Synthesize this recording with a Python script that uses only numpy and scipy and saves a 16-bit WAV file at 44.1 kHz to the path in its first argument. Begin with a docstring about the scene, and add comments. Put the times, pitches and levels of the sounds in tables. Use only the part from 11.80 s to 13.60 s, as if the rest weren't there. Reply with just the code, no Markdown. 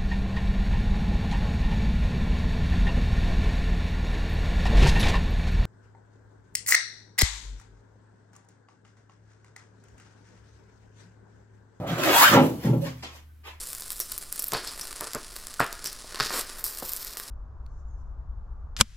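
"""One stroke of a hand plane

A plane takes a quickening stroke along a loose board in a small workshop: the shaving cracks ever
faster, so its rasp rises in pitch. The plane runs off the end, the board clatters and rocks on the
bench, and the sole scuffs the wood as it is drawn back. The plane is lifted and wiped by hand.
A machine hums low in the background."""
import sys
import numpy as np
from scipy import signal
from scipy.fft import rfft, irfft, next_fast_len
from scipy.io import wavfile
from scipy.ndimage import map_coordinates

SR = 44100
rng = np.random.default_rng(int(sys.argv[2]) if len(sys.argv) > 2 else 0)


def wav_out(sig):
    """Save sig, one row per channel (or a flat mono array), as 16-bit PCM at SR to the path in sys.argv[1]."""
    wavfile.write(sys.argv[1], SR, np.round(np.clip(np.atleast_2d(sig).T, -1, 1) * 32767).astype(np.int16))


N = 79380

# Room tone. Each row: frequency in Hz, relative level in dB.
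AIR_COLOUR = [(25, -2.5), (60, -13.5), (110, -5.5), (180, -17), (270, -15.5), (400, -26.5), (600, -31),
              (1500, -28.5), (4000, -37), (9000, -40), (13000, -33), (16000, -41.5)]
# The sole riding the board. Each row: time in seconds, rumble gain in dB, groan gain in dB.
SOLE_FADERS = [(0, -34, -44.5), (.04, -38, -33), (.12, -29.5, -38.5), (.165, -40.5, -39.5),
               (.2, -38.5, -28.5), (.235, -39, -39.5), (.27, -42.5, -26.5), (.34, -38, -29.5),
               (.45, -47, -35.5), (.52, -26.5, -31), (.6, -24, -28), (.7, -31, -50), (.8, -39, -55.5),
               (1.0, -39.5, -53), (1.2, -58.5, -72)]
# The sole's low rumble and the wood's hollow groan. Each row: frequency in Hz, relative level in dB.
RUMBLE_COLOUR = [(50, -36), (85, -13.5), (115, 4), (200, 1.5), (350, -1), (520, -17), (950, -19),
                 (1600, -32), (2500, -39), (8000, -62.5)]
GROAN_COLOUR = [(200, -26.5), (400, -12.5), (560, 5), (730, 0.5), (900, -9), (1500, -18.5), (4000, -46.5)]
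# The shaving breaking. Each row: time in seconds, cracks per second, chatter gain in dB,
# unevenness of the rate (spread of its natural log).
SHAVING_CRACKS = [(.17, 290, -41, 0.27), (.25, 320.1, -29, .3), (.305, 332.4, -23, 0.27),
                  (.328, 519.7, -45, 0.28), (.345, 781.6, -26, 0.2), (.375, 969, -24, 0.098),
                  (.405, 1012, -19, 0.098), (.434, 1080, -17.5, .15), (.452, 1519, -18, .15),
                  (.47, 1621, -21, .12), (.492, 1400, -46, .17), (.54, 1098, -23, 0.17),
                  (.58, 902, -75, 0.21)]
# The blade's bite. Each row: time in seconds, tearing gain in dB, hiss gain in dB.
BLADE_FADERS = [(.055, -57, -71), (.08, -41, -48.5), (.16, -41.5, -50.5), (.2, -33.5, -43),
                (.24, -29, -35.5), (.3, -26, -34), (.375, -26, -20), (.435, -21.5, -19), (.465, -23.5, -28),
                (.497, -25, -26), (.545, -24.5, -33.5), (.595, -39.5, -47.5), (.635, -55.5, -40.5),
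                (.68, -58, -45.5), (.73, -74.5, -52), (.86, -45.5, -53.5), (.97, -82, -56), (1.2, -72, -63)]
# Tearing wood and the shaving's bright hiss. Each row: frequency in Hz, relative level in dB.
TEAR_COLOUR = [(100, -29), (300, -3), (600, -11.5), (1200, 4.5), (1900, 1), (2300, -0.5), (3200, -3),
               (4200, -8), (7500, -14.5), (9000, -25.5), (16000, -21.5)]
HISS_COLOUR = [(1000, -44), (3000, 2.5), (5000, -1), (7500, -0.5), (9000, -6.5), (10500, -1.5),
               (12500, 2.5), (16000, 3)]
# Stick-slip squeaks. Each row: start in seconds, length in seconds, pitch in Hz, gain in dB.
SQUEAK_CUES = [(0.068, 0.046, 3290, -45), (0.339, .04, 3350, -27.5), (0.448, 0.053, 3040, -27.5),
               (0.853, 0.056, 895, -40), (1.011, 0.044, 555, -30), (1.046, 0.051, 1100, -48),
               (1.228, 0.037, 3290, -48), (1.471, 0.065, 1525, -66.5)]
# The board hitting the bench. 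Each row: start in seconds, gain in dB, low and high edges of the
# excited band in Hz.
KNOCK_CUES = [(.104, -24.5, 92, 180), (.529, -15.5, 149.2, 915), (0.543, -10, 297, 1160),
              (0.566, -8, 280.2, 1041), (0.586, -13, 250, 660), (.631, -18, 198, 604),
              (.72, -37, 169.4, 350), (.843, -16.5, 107, 187), (.866, -25, 129, 507),
              (.884, -12.5, 106, 194), (.929, -17, 163, 393), (.955, -19, 130, 215),
              (1.064, -42, 109.3, 393), (1.229, -42.5, 218, 610)]
# The ring of board and bench. Each row: frequency in Hz, relative level in dB, seconds to fall 60 dB.
BOARD_MODES = [(123.46, 2.5, 0.64), (143.9, -3, 0.5), (161, 3, 0.43), (211.6, -1.5, .25), (257.6, 2, .47),
               (286, -14, 0.52), (329.9, 1, 0.47), (479, -7, 0.43), (546.2, 4, 0.14), (603, -13.5, 0.22),
               (821, -7.5, 0.38), (893, -6.5, 0.27), (1348, 2, 0.1)]
# The thud under each knock. 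Each row: frequency in Hz, relative level in dB.
THUD_COLOUR = [(60, -40), (90, -28), (130, 5), (250, -4.5), (550, -0.5), (700, -11.5), (900, -2),
               (1400, -18.5), (3000, -3), (8000, -29), (16000, -14.5)]
# Scuffs of sole and hand. Each row: start in seconds, rise in seconds, seconds to fall 60 dB,
# gain in dB, low cut in Hz, high cut in Hz, hiss let past the high cut in dB.
SCUFF_CUES = [(.815, 0.038, 0.29, -41.5, 203, 4040, 6), (1.005, 0.016, 0.26, -48.5, 2870, 15100, -4.5),
              (1.03, 0.037, 0.21, -38.5, 206, 6150, -17.5), (1.151, 0.044, 0.3, -59, 975, 9200, -16),
              (1.221, 0.011, 0.28, -39.5, 1570, 5500, -49.5), (1.28, 0.084, 0.22, -52.5, 800, 6630, -4.5),
              (1.632, 0.044, 0.25, -44, 1903, 3160, -16)]
# The rasp of a scuff before its cuts. Each row: frequency in Hz, relative level in dB.
SCUFF_COLOUR = [(80, -17.5), (300, 6), (550, 2), (700, 1.5), (1100, 1.5), (1400, -4), (1800, -3),
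                (2500, -4), (3300, -5.5), (4000, -8), (7500, -8.5), (9000, -15.5), (12500, -5),
                (16000, -13)]
# The workshop's reverb tail. Each row: frequency in Hz, seconds to fall 60 dB.
ROOM_DECAY = [(100, .35), (500, 0.29), (2000, 0.34), (7000, 0.24), (15000, 0.092)]

TIME = np.arange(N) / SR


def amp(db):
    return 10 ** (np.asarray(db) / 20)


def unit(x):
    return x / np.sqrt(np.mean(x ** 2) + 1e-20)


def along(points, hz):
    """Read (Hz, value) points on a log frequency axis."""
    freqs, values = np.transpose(points)
    return np.interp(np.log(hz + 1), np.log(freqs + 1), values)


def curves(rows):
    """An automation curve for each column after the time."""
    times, *columns = np.transpose(rows)
    return [np.interp(TIME, times, column) for column in columns]


def wobble(rate):
    """A smooth random curve, rate knots a second."""
    return map_coordinates(rng.standard_normal(N // 8), [TIME * rate], mode="mirror")


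def filtered(x, response):
    """Apply an EQ given as a function of frequency."""
    size = next_fast_len(N + SR // 2)
    return irfft(rfft(x, size) * response(np.fft.rfftfreq(size, 1 / SR)), size)[..., :N]


def low_cut(x, corner_hz):
    return filtered(x, lambda hz: hz ** 2 / np.hypot(hz ** 2, corner_hz ** 2))


def coloured(x, colour):
    """Shape x with a colour table, at rms 1."""
    return unit(filtered(x, lambda hz: amp(along(colour, hz))))


def blend(a, b, share):
    """Mix two sounds by power; share belongs to the first."""
    return np.sqrt(share) * unit(a) + np.sqrt(1 - share) * unit(b)


def scatter(db):
    """A random gain for each sample, within twice db either way."""
    return amp(db * np.clip(rng.standard_normal(N), -2, 2))


def fibres(per_second=8000):
    """Dense tiny snaps of wood fibres, of uneven size."""
    snaps = rng.random(N) < per_second / SR
    return snaps * rng.choice([-1, 1], N) * scatter(db=5.5)


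def hum_and_air(hum_hz=75.8, hum_db=-50.5, air_db=-60):
    """The bed: a wavering low machine hum and the still air of the room."""
    turns = np.cumsum(hum_hz + 0.7 * wobble(15)) / SR
    hum = np.sqrt(2) * np.sin(2 * np.pi * turns) * amp(hum_db - 0.9 * wobble(12))
    air = coloured(rng.standard_normal((2, N)) + rng.standard_normal(N), AIR_COLOUR)
    return hum + amp(air_db) * air


def sole_slide():
    """The sole rumbles and groans over the uneven board."""
    rumble_db, groan_db = curves(SOLE_FADERS)
    rumble = amp(rumble_db) * coloured(fibres(), RUMBLE_COLOUR)
    groan = amp(groan_db) * coloured(fibres(), GROAN_COLOUR)
    sliding = TIME < SOLE_FADERS[-1][0]
    return sliding * amp(0.4 * wobble(60)) * (rumble + groan)


def blade_cut(jitter_hz=702.2, flutter_db=1.5, octave_db=-12, crack_share=0.3):
    """The shaving breaks at an uneven rate that climbs, then eases: chatter, tearing wood and hiss."""
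    rate_hz, chatter_db, unevenness = curves(SHAVING_CRACKS)
    tear_db, hiss_db = curves(BLADE_FADERS)
    turns = np.cumsum(rate_hz * np.exp(unevenness * wobble(jitter_hz))) / SR
    tone = np.sin(2 * np.pi * turns) + amp(octave_db) * np.sin(4 * np.pi * turns)
    cutting = (TIME > SHAVING_CRACKS[0][0]) & (TIME < SHAVING_CRACKS[-1][0])
    chatter = cutting * unit(tone * amp(flutter_db * wobble(300)))
    chatter = low_cut(amp(chatter_db) * chatter, corner_hz=163)
    clicks = np.diff(np.floor(turns), prepend=0)  # one per cycle of the chatter
    cracks = clicks / np.sqrt(rate_hz) * scatter(db=3.5)  # the same power at any rate
    tear = coloured(blend(cracks * rng.choice([-1, 1], N), fibres(), crack_share), TEAR_COLOUR)
    hiss = coloured(blend(cracks, fibres(), crack_share), HISS_COLOUR)
    on_board = TIME < BLADE_FADERS[-1][0]
    grain = amp(0.99 * wobble(110))
    return chatter + on_board * grain * (amp(tear_db) * tear + amp(hiss_db) * hiss)


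def squeaks():
    """The plane sings briefly where wood and metal stick and slip."""
    out = np.zeros(N)
    for start, length_s, hz, db in SQUEAK_CUES:
        swell = np.sin(np.pi * np.clip((TIME - start) / length_s, 0, 1))
        pitch_hz = hz * (1 + 0.013 * wobble(500))
        out += amp(db) * swell * np.sin(2 * np.pi * np.cumsum(pitch_hz) / SR)
    return out


def board_knocks(rise_s=0.0025, thud_t60_s=0.23, low_cut_hz=92):
    """Each knock rings the board's modes over a short thud; the contact decides which band is excited."""
    out = np.zeros(N)
    for start, db, low_hz, high_hz in KNOCK_CUES:
        def contact(hz):
            return (hz / low_hz) ** 2 / np.sqrt((1 + (hz / low_hz) ** 4) * (1 + (hz / high_hz) ** 4))

        t = np.maximum(TIME - start, 0)
        attack = 1 - np.exp(-t / rise_s)
        ring = np.zeros(N)
        for k, (hz, mode_db, t60) in enumerate(BOARD_MODES):
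            decay = amp(mode_db + rng.normal(0, 1) - 60 * t / t60)
            ring += (-1) ** k * contact(hz) * decay * np.sin(2 * np.pi * hz * t)
        thud = coloured(rng.standard_normal(N), THUD_COLOUR) * amp(3 - 60 * t / thud_t60_s)
        out += amp(db) * (amp(-6.5) * attack * ring + filtered(attack * thud, contact))
    return signal.sosfilt(signal.butter(4, low_cut_hz, "high", fs=SR, output="sos"), out)


def scuffs():
    """Sole and hand make light, grainy rubs that swell and fade."""
    out = np.zeros(N)
    for start, rise_s, t60, db, thin_hz, dull_hz, hiss_db in SCUFF_CUES:
        def eq(hz):
            return hz / np.hypot(hz, thin_hz) * (1 / np.hypot(1, (hz / dull_hz) ** 3) + amp(hiss_db))

        t = TIME - start
        rasp = coloured(blend(fibres(), rng.standard_normal(N), share=0.2), SCUFF_COLOUR)
        envelope = np.clip(t / rise_s, 0, 1) * amp(db - 60 * np.maximum(t - rise_s, 0) / t60)
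        out += envelope * unit(filtered(rasp, eq))
    return out


def room_response(walls_t60_s=0.056):
    """A random slap off the near walls and a short tail, as mid and side."""
    hz, t, spectrum = signal.stft(rng.standard_normal((2, SR // 3)), SR, nperseg=256)
    decay = amp(-60 * t / along(ROOM_DECAY, hz)[:, None])
    tail = signal.istft(spectrum * decay, SR, nperseg=256)[1]
    walls = rng.standard_normal(tail.shape) * amp(-60 * np.arange(tail.shape[1]) / SR / walls_t60_s)
    return amp(-5) * tail / np.linalg.norm(tail[0]) + amp(-0.5) * walls / np.linalg.norm(walls[0])


def workshop(x, wet_db, echo_change_s=0.04, left_lead_s=0.0001):
    """Direct sound reaches the left ear first; ever-changing echoes suggest a moving source."""
    hop = round(echo_change_s * SR)
    padded = np.pad(x, (hop, 2 * hop))
    wet = np.zeros((2, N + 2 * SR))
    crossfade = np.sqrt(signal.get_window("hann", 2 * hop))
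    for i in range(0, N + hop, hop):
        piece = padded[i:i + 2 * hop] * crossfade
        echo = signal.fftconvolve(piece[None], room_response(), axes=1)
        wet[:, i:i + echo.shape[1]] += echo
    mid, side = wet[:, hop:hop + N]
    side = low_cut(side, corner_hz=330)  # the echoes narrow to mono in the bass
    direct = filtered(x, lambda hz: np.exp(1j * np.pi * hz * left_lead_s * np.array([[1], [-1]])))
    return direct + amp(wet_db) * np.array([mid + side, mid - side]) / np.sqrt(2)


def scene():
    """The mix: a roomy plane and a drier board over the steady bed."""
    plane = amp(-1.5) * workshop(blade_cut() + scuffs() + squeaks(), wet_db=3)
    board = workshop(board_knocks() + sole_slide(), wet_db=-8.5)
    return plane + board + hum_and_air()


def record(dry, top_hz=15850):
    """Round off the highest peaks and cut the very top of the treble."""
    rounded = dry / (1 + np.abs(dry) ** 6) ** (1 / 6)
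    return filtered(rounded, lambda hz: hz < top_hz)


dry = scene()
out = record(dry)
wav_out(out)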